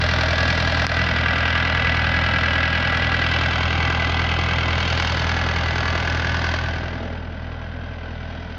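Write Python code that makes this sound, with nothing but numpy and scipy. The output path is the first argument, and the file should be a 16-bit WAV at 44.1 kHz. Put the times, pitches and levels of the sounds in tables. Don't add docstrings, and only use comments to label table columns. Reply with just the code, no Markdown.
import sys
import numpy as np
from scipy import signal
from scipy.fft import rfft, irfft, next_fast_len
from scipy.io import wavfile
from scipy.ndimage import uniform_filter1d, minimum_filter1d, map_coordinates

SR = 44100
rng = np.random.default_rng(int(sys.argv[2]) if len(sys.argv) > 2 else 0)


def master_out(mix):
    frames = np.transpose(np.atleast_2d(mix))
    ceiling = np.clip(frames, -1, 1)
    pcm = np.round(ceiling * 32767).astype(np.int16)
    wavfile.write(sys.argv[1], SR, pcm)


N = 378378

# (relative knock [dB], relative injector tick [dB], lateness [s])
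CYLINDERS = [(2, -9, 0.00017), (1.5, -6, 0.000056), (0.8, -10, 0), (2.47, -1, 0.0011)]
# (time [s], half length [s], depth [Hz])
SPEED_SAGS = [(2.0, .45, .28), (7.6, .8, .09)]


def amp(db):
    return 10 ** (np.asarray(db) / 20)


def unit(x):
    return x / np.sqrt(np.mean(x ** 2) + 1e-20)


def along(points, hz):
    freqs, values = np.transpose(points)
    return np.interp(np.log(hz + 1), np.log(freqs + 1), values)


def above(hz, edge_hz, order=8):
    return 1 / np.sqrt(1 + (edge_hz / (hz + 1)) ** (2 * order))


def wobble(rate):
    return map_coordinates(rng.standard_normal(int(N * rate / SR) + 4), [np.arange(N) * rate / SR])


def swells(rows):
    t = np.arange(N) / SR
    return sum(height * np.clip(1 - abs(t - centre) / half, 0, 1) for centre, half, height in rows)


def filtered(x, gain):
    size = next_fast_len(N + SR // 2)
    return irfft(rfft(x, size) * gain(np.fft.rfftfreq(size, 1 / SR)), size)[:N]


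def resonate(x, gain, size=8192):
    cepstrum = irfft(np.log(gain(np.fft.rfftfreq(size, 1 / SR)) + 1e-6))
    cepstrum[1:size // 2] *= 2
    cepstrum[size // 2 + 1:] = 0
    return signal.oaconvolve(x, irfft(np.exp(rfft(cepstrum))))[:N]


def strike(times, bursts):
    at = np.round(times * SR).astype(int)[:, None] + np.arange(bursts.shape[1])
    inside = (at >= 0) & (at < N)
    return np.bincount(at[inside], bursts[inside], N)


def firing_count(firing_hz=40.977, creep_hz_per_s=.0105):
    rate = firing_hz - creep_hz_per_s * np.arange(N) / SR - swells(SPEED_SAGS)
    return np.cumsum(rate) / SR - .028


def firing_times(firings, phase):
    number = np.arange(int(firings[-1]) + 1)
    return number, np.interp(number + phase, firings, np.arange(N) / SR)


def microphone_walk():
    # (arrival [s], departure [s], boom [dB], clatter [dB], treble [dB], cover against clatter [dB])
    stops = [(0, .8, -22.8, -22.5, -32.5, -11), (1.25, 3.05, -24.6, -21.5, -37, -18.5),
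             (3.75, 4.65, -23.5, -23.5, -38, -20), (5.15, 5.853, -24, -24.5, -37.5, -16.5),
             (6.3, 6.526, -24.5, -25, -38, -23), (7.24, 8.58, -32, -36.5, -56, -16.5)]
    stops = np.array(stops)
    times = np.sort(stops[:, :2].ravel())
    columns = [np.arange(len(stops)), *stops[:, 2:].T]
    return [np.interp(np.arange(N) / SR, times, np.repeat(column, 2)) for column in columns]


def handling():
    # (time [s], strength [dB])
    clicks = [(0.8674, 6.5), (2.9742, -12.5)]
    # (frequency [Hz], relative level [dB], t60 [s])
    case_modes = [(2110, -1, 0.0034), (4920, -1.5, 0.0021), (9500, -37, .002)]
    times, click_db = np.transpose(clicks)
    t = np.arange(SR // 50) / SR
    ring = sum(amp(db - 60 * t / t60) * np.sin(2 * np.pi * hz * t) for hz, db, t60 in case_modes)
    taps = strike(times, amp(click_db)[:, None] * ring)
    return filtered(taps, lambda hz: amp(along([(5500, 0.5), (8000, -13), (15000, -13.5)], hz)))


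def panel_drone(firings):
    # (multiple of the four-stroke cycle rate, relative level [dB])
    tones = [(6, -5.5), (10, -4), (17, -1), (20, -4), (24, -1), (25, 1), (27, -4), (36, -7.5), (64, -5.5)]
    cycles = firings / len(CYLINDERS)
    return sum(amp(db + 2.0 * wobble(6)) * np.sin(2 * np.pi * (k * cycles + rng.random()))
               for k, db in tones)


def cover_ring(firings, cover_hz=620, t60=0.047):
    number, times = firing_times(firings, phase=.62)
    times = times[number % len(CYLINDERS) == 1]
    t = np.arange(SR // 10) / SR
    strength_db, detune = rng.standard_normal((len(times), 2)).T[:, :, None]
    envelope = amp(strength_db - 60 * t / t60) * (1 - np.exp(-t / 0.0032))
    ring = envelope * np.sin(2 * np.pi * cover_hz * (1 + 0.028 * detune) * t)
    return unit(strike(times, ring))


def panel_echoes(x, echo_db=-18, delays_s=(.0023, .0037, .0059), sway_s=0.00033):
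    n = np.arange(N)
    echoes = sum(np.interp(n - SR * (delay + sway_s * wobble(0.786)), n, x) for delay in delays_s)
    return x + amp(echo_db) * echoes


def yard_wash(x, t60):
    t = np.arange(SR // 4) / SR
    energy = signal.oaconvolve(x ** 2, amp(-60 * t / t60) ** 2)[:N]
    return unit(np.sqrt(abs(energy)) * rng.standard_normal(N))


def exhaust(firings, place):
    # (multiple of the firing rate, relative level [dB])
    door_orders = [(1, -14), (2, -1), (3, -6.5), (4, -16.5), (5, -25.5)]
    behind_orders = [(1, -7), (2, -2), (3, -8.5), (4, -21), (5, -19.5)]
    # (frequency [Hz], relative spectral level [dB])
    flow_spectrum = [(20, -20), (45, -9), (62, -1.5), (110, -0.5), (180, -2), (300, -28.5), (900, -88)]
    angle = 2 * np.pi * (firings - .125)
    pulse = lambda orders: unit(-sum(amp(db) * np.sin(k * angle) for k, db in orders))
    behind = np.clip(place - 4, 0, 1)
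    boom = (1 - behind) * pulse(door_orders) + behind * pulse(behind_orders)
    flutter_db = .3 * wobble(27) + .55 * behind * wobble(7)
    rumble = unit(filtered(rng.standard_normal(N), lambda hz: amp(along(flow_spectrum, hz))))
    return boom * amp(flutter_db) + amp(-11.5) * rumble


def rattle(cylinder, size, repeat, grain_db):
    def grains(rows):
        noise = rng.standard_normal((rows, size))
        return unit(noise * amp(grain_db * rng.standard_normal((rows, size))))
    pattern = grains(len(CYLINDERS))[cylinder]
    return np.sqrt(repeat) * pattern + np.sqrt(1 - repeat) * grains(len(cylinder))


def gear_whirr(times, cylinder):
    # (frequency [Hz], gain [dB])
    colour = [(150, -4), (350, 1), (800, 1), (1700, -2.5), (3000, -2), (6000, -6), (12000, -6)]
    window = np.sqrt(np.hanning(SR // 25))
    mesh = unit(strike(times - .02, window * rattle(cylinder, len(window), repeat=0.37, grain_db=3.5)))
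    return filtered(mesh, lambda hz: amp(along(colour, hz)))


def combustion_knock(times, cylinder):
    knock_db, tick_db, _ = np.transpose(CYLINDERS)[:, cylinder]
    t = np.arange(SR // 25) / SR
    shudder = (1 - np.exp(-t / 0.0015)) ** 2 * np.exp(-t / 0.0068)
    force = amp(knock_db + 0.73 * rng.standard_normal(len(times)))[:, None]
    knock = unit(strike(times, force * shudder * rattle(cylinder, len(t), repeat=0.56, grain_db=2.5)))
    snap = amp(tick_db + 2.0 * rng.standard_normal(len(times)))[:, None] * np.exp(-t / 0.00091)
    ticks = unit(strike(times + .001, snap * rattle(cylinder, len(t), repeat=0.34, grain_db=-1.0)))
    return knock + amp(-10) * filtered(ticks, lambda hz: above(hz, 4700, order=2))


def blows(firings, place):
    number, times = firing_times(firings, phase=.465)
    cylinder = number % len(CYLINDERS)
    lateness = np.array(CYLINDERS)[cylinder, 2]
    times = times + lateness + 4e-5 * rng.standard_normal(len(number))
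    knock = combustion_knock(times, cylinder)
    whirr = gear_whirr(times, cylinder)
    wet = np.clip(0.57 * (place - 4), 0, 1)
    return panel_echoes(np.sqrt(1 - wet) * knock + np.sqrt(wet) * yard_wash(knock, t60=0.084) + whirr)


def block_clatter(firings, place, clatter_db, treble_db):
    # (frequency [Hz], relative gain [dB])
    alternator_side = [(100, -30.5), (170, -4), (220, -7.5), (258, -3.5), (417, -23), (459, -11.5),
                       (642, -9), (1120, -9.5), (1630, -1), (1790, -10), (1970, -2.5), (2130, -10),
                       (2990, -7), (5070, -23), (7810, -48), (10200, -75), (17200, -120)]
    cleaner_side = [(100, -27.5), (170, -1.5), (223, -13), (258, -5.5), (385, -12), (653, -8.5),
                    (1140, -6.5), (1480, -4), (1820, -10), (2000, -5.5), (2350, -9.5), (2940, -8.5),
                    (4600, -17), (6550, -28.5), (7810, -49), (10200, -64), (17200, -120)]
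    behind_canopy = [(100, -41.5), (170, -9.5), (254, -1.5), (298, -14.5), (391, -17), (437, -4),
                     (481, -15), (674, -13), (1260, -20), (1570, -13.5), (4120, -29.5), (7810, -65.5),
                     (10200, -101), (17200, -120)]
    # (frequency [Hz], width [Hz], lift at each of the six places [dB])
    modes = [(430, 45, 6.5, 4, 0, 4.5, 2, -5.5), (590, 110, 0, 2.5, -2.5, -0.5, 2, -0.5),
             (663, 53, 8, 2.5, 6.5, 6.5, 2.5, 8), (777, 32, 2.5, 2.5, 3, 3.5, 2, 3),
             (936, 41, 3.5, 5.5, -4, 6, 4.5, 2), (1173, 50, 1, 3, 1, 1, 1, 0.5),
             (1340, 150, 2, 3.5, -0.5, 0, -5, 4), (1510, 66, -3.5, 3, 1, 3.5, 6, 4),
             (1606, 77, 1.5, 1.5, 6.5, 0.5, 11, 4.5), (1662, 63, 6, 8.5, 5, 6, 2.5, 0.5),
             (1702, 65, 1.5, -1, -4.5, 6.5, 4.5, -3), (1840, 110, 1.5, 0, -4, -2, 3.5, -4),
             (1955, 76, 3.5, 2, -7, 6.5, 1.5, 6), (1983, 78, -1, 10, 13.5, 3, 0.5, -0.5),
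             (2217, 46, 2, 8, 8.5, 4.5, 5, -7.5), (2324, 86, 3.5, 6, 0.5, -0.5, -5, 2),
             (2637, 54, -7, 4, 3, -7, -2, -3), (2955, 170, -4, 2.5, 1.5, 2, -1, 3.5),
             (3184, 160, -3, 0, 3.5, -1.5, 0.5, 4.5), (4180, 83, 3.5, 3, 2, -3, 1, -11),
             (4480, 61, 4, -4, 5, 7, 7, 6), (4980, 200, 4.5, 3.5, 1.5, 3, 5.5, 9),
             (5610, 210, 5, 3.5, -1.5, -5, 1, 4.5), (5950, 400, 3.5, 0.5, -0.5, 3.5, 3, 11)]
    force = blows(firings, place)
    body, treble = np.zeros(N), np.zeros(N)
    for stop, colour in enumerate([alternator_side] * 2 + [cleaner_side] * 3 + [behind_canopy]):
        ring_db = lambda hz: sum(lift[stop] / (1 + (2 * (hz - mode_hz) / width) ** 2)
                                 for mode_hz, width, *lift in modes)
        heard = resonate(force, lambda hz: amp(along(colour, hz) + ring_db(hz)))
        high = filtered(heard, lambda hz: above(hz, 3555) ** 2)
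        nearness = np.clip(1 - abs(place - stop), 0, 1)
        body += nearness * unit(heard - high)
        treble += nearness * unit(high)
    # (frequency [Hz], relative gain [dB])
    hiss_colour = [(13500, -10), (15200, 0.0), (16000, -2.5), (17000, -34.5)]
    recorder_hiss = unit(filtered(force, lambda hz: above(hz, 7700) * amp(along(hiss_colour, hz))))
    return amp(clatter_db) * body + amp(treble_db) * (treble + amp(-40.5) * recorder_hiss)


def passing(x, bright_above_hz=2840, spill_below_hz=870):
    # (time [s], half length [s], lift [dB])
    swings = [(3.35, 0.39, 2), (5.03, 0.38, 4), (8.45, 0.57, 3)]
    louvres = [(7.03, 0.43, 4)]
    upper = filtered(x, lambda hz: above(hz, bright_above_hz))
    lower = filtered(x, lambda hz: 1 - above(hz, spill_below_hz, order=4))
    return x + (amp(swells(swings)) - 1) * upper + (amp(swells(louvres)) - 1) * lower


def scene(drone_db=-18.5, load_db_per_hz=5.5):
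    firings = firing_count()
    place, boom_db, clatter_db, treble_db, cover_db = microphone_walk()
    cover = amp(cover_db) * cover_ring(firings)
    panels = amp(clatter_db) * (cover + amp(drone_db) * panel_drone(firings))
    block = block_clatter(firings, place, clatter_db, treble_db)
    boom = amp(boom_db + load_db_per_hz * swells(SPEED_SAGS)) * exhaust(firings, place)
    return (boom + passing(block + panels) + handling())[None]


def limiter(x, ceiling_db, release_s):
    decay = np.arange(N) / SR / release_s
    excess_db = np.maximum(20 * np.log10(abs(x) + 1e-9) - ceiling_db, 1e-9)
    held_db = np.exp(np.maximum.accumulate(np.log(excess_db) + decay) - decay)
    gain_db = uniform_filter1d(minimum_filter1d(-held_db, size=600), size=300)
    return x * amp(gain_db)


def record(dry):
    limited = limiter(dry[0], ceiling_db=-3.5, release_s=0.022)
    return filtered(limited, lambda hz: hz < 15830)[None]


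dry = scene()
out = record(dry)
master_out(out)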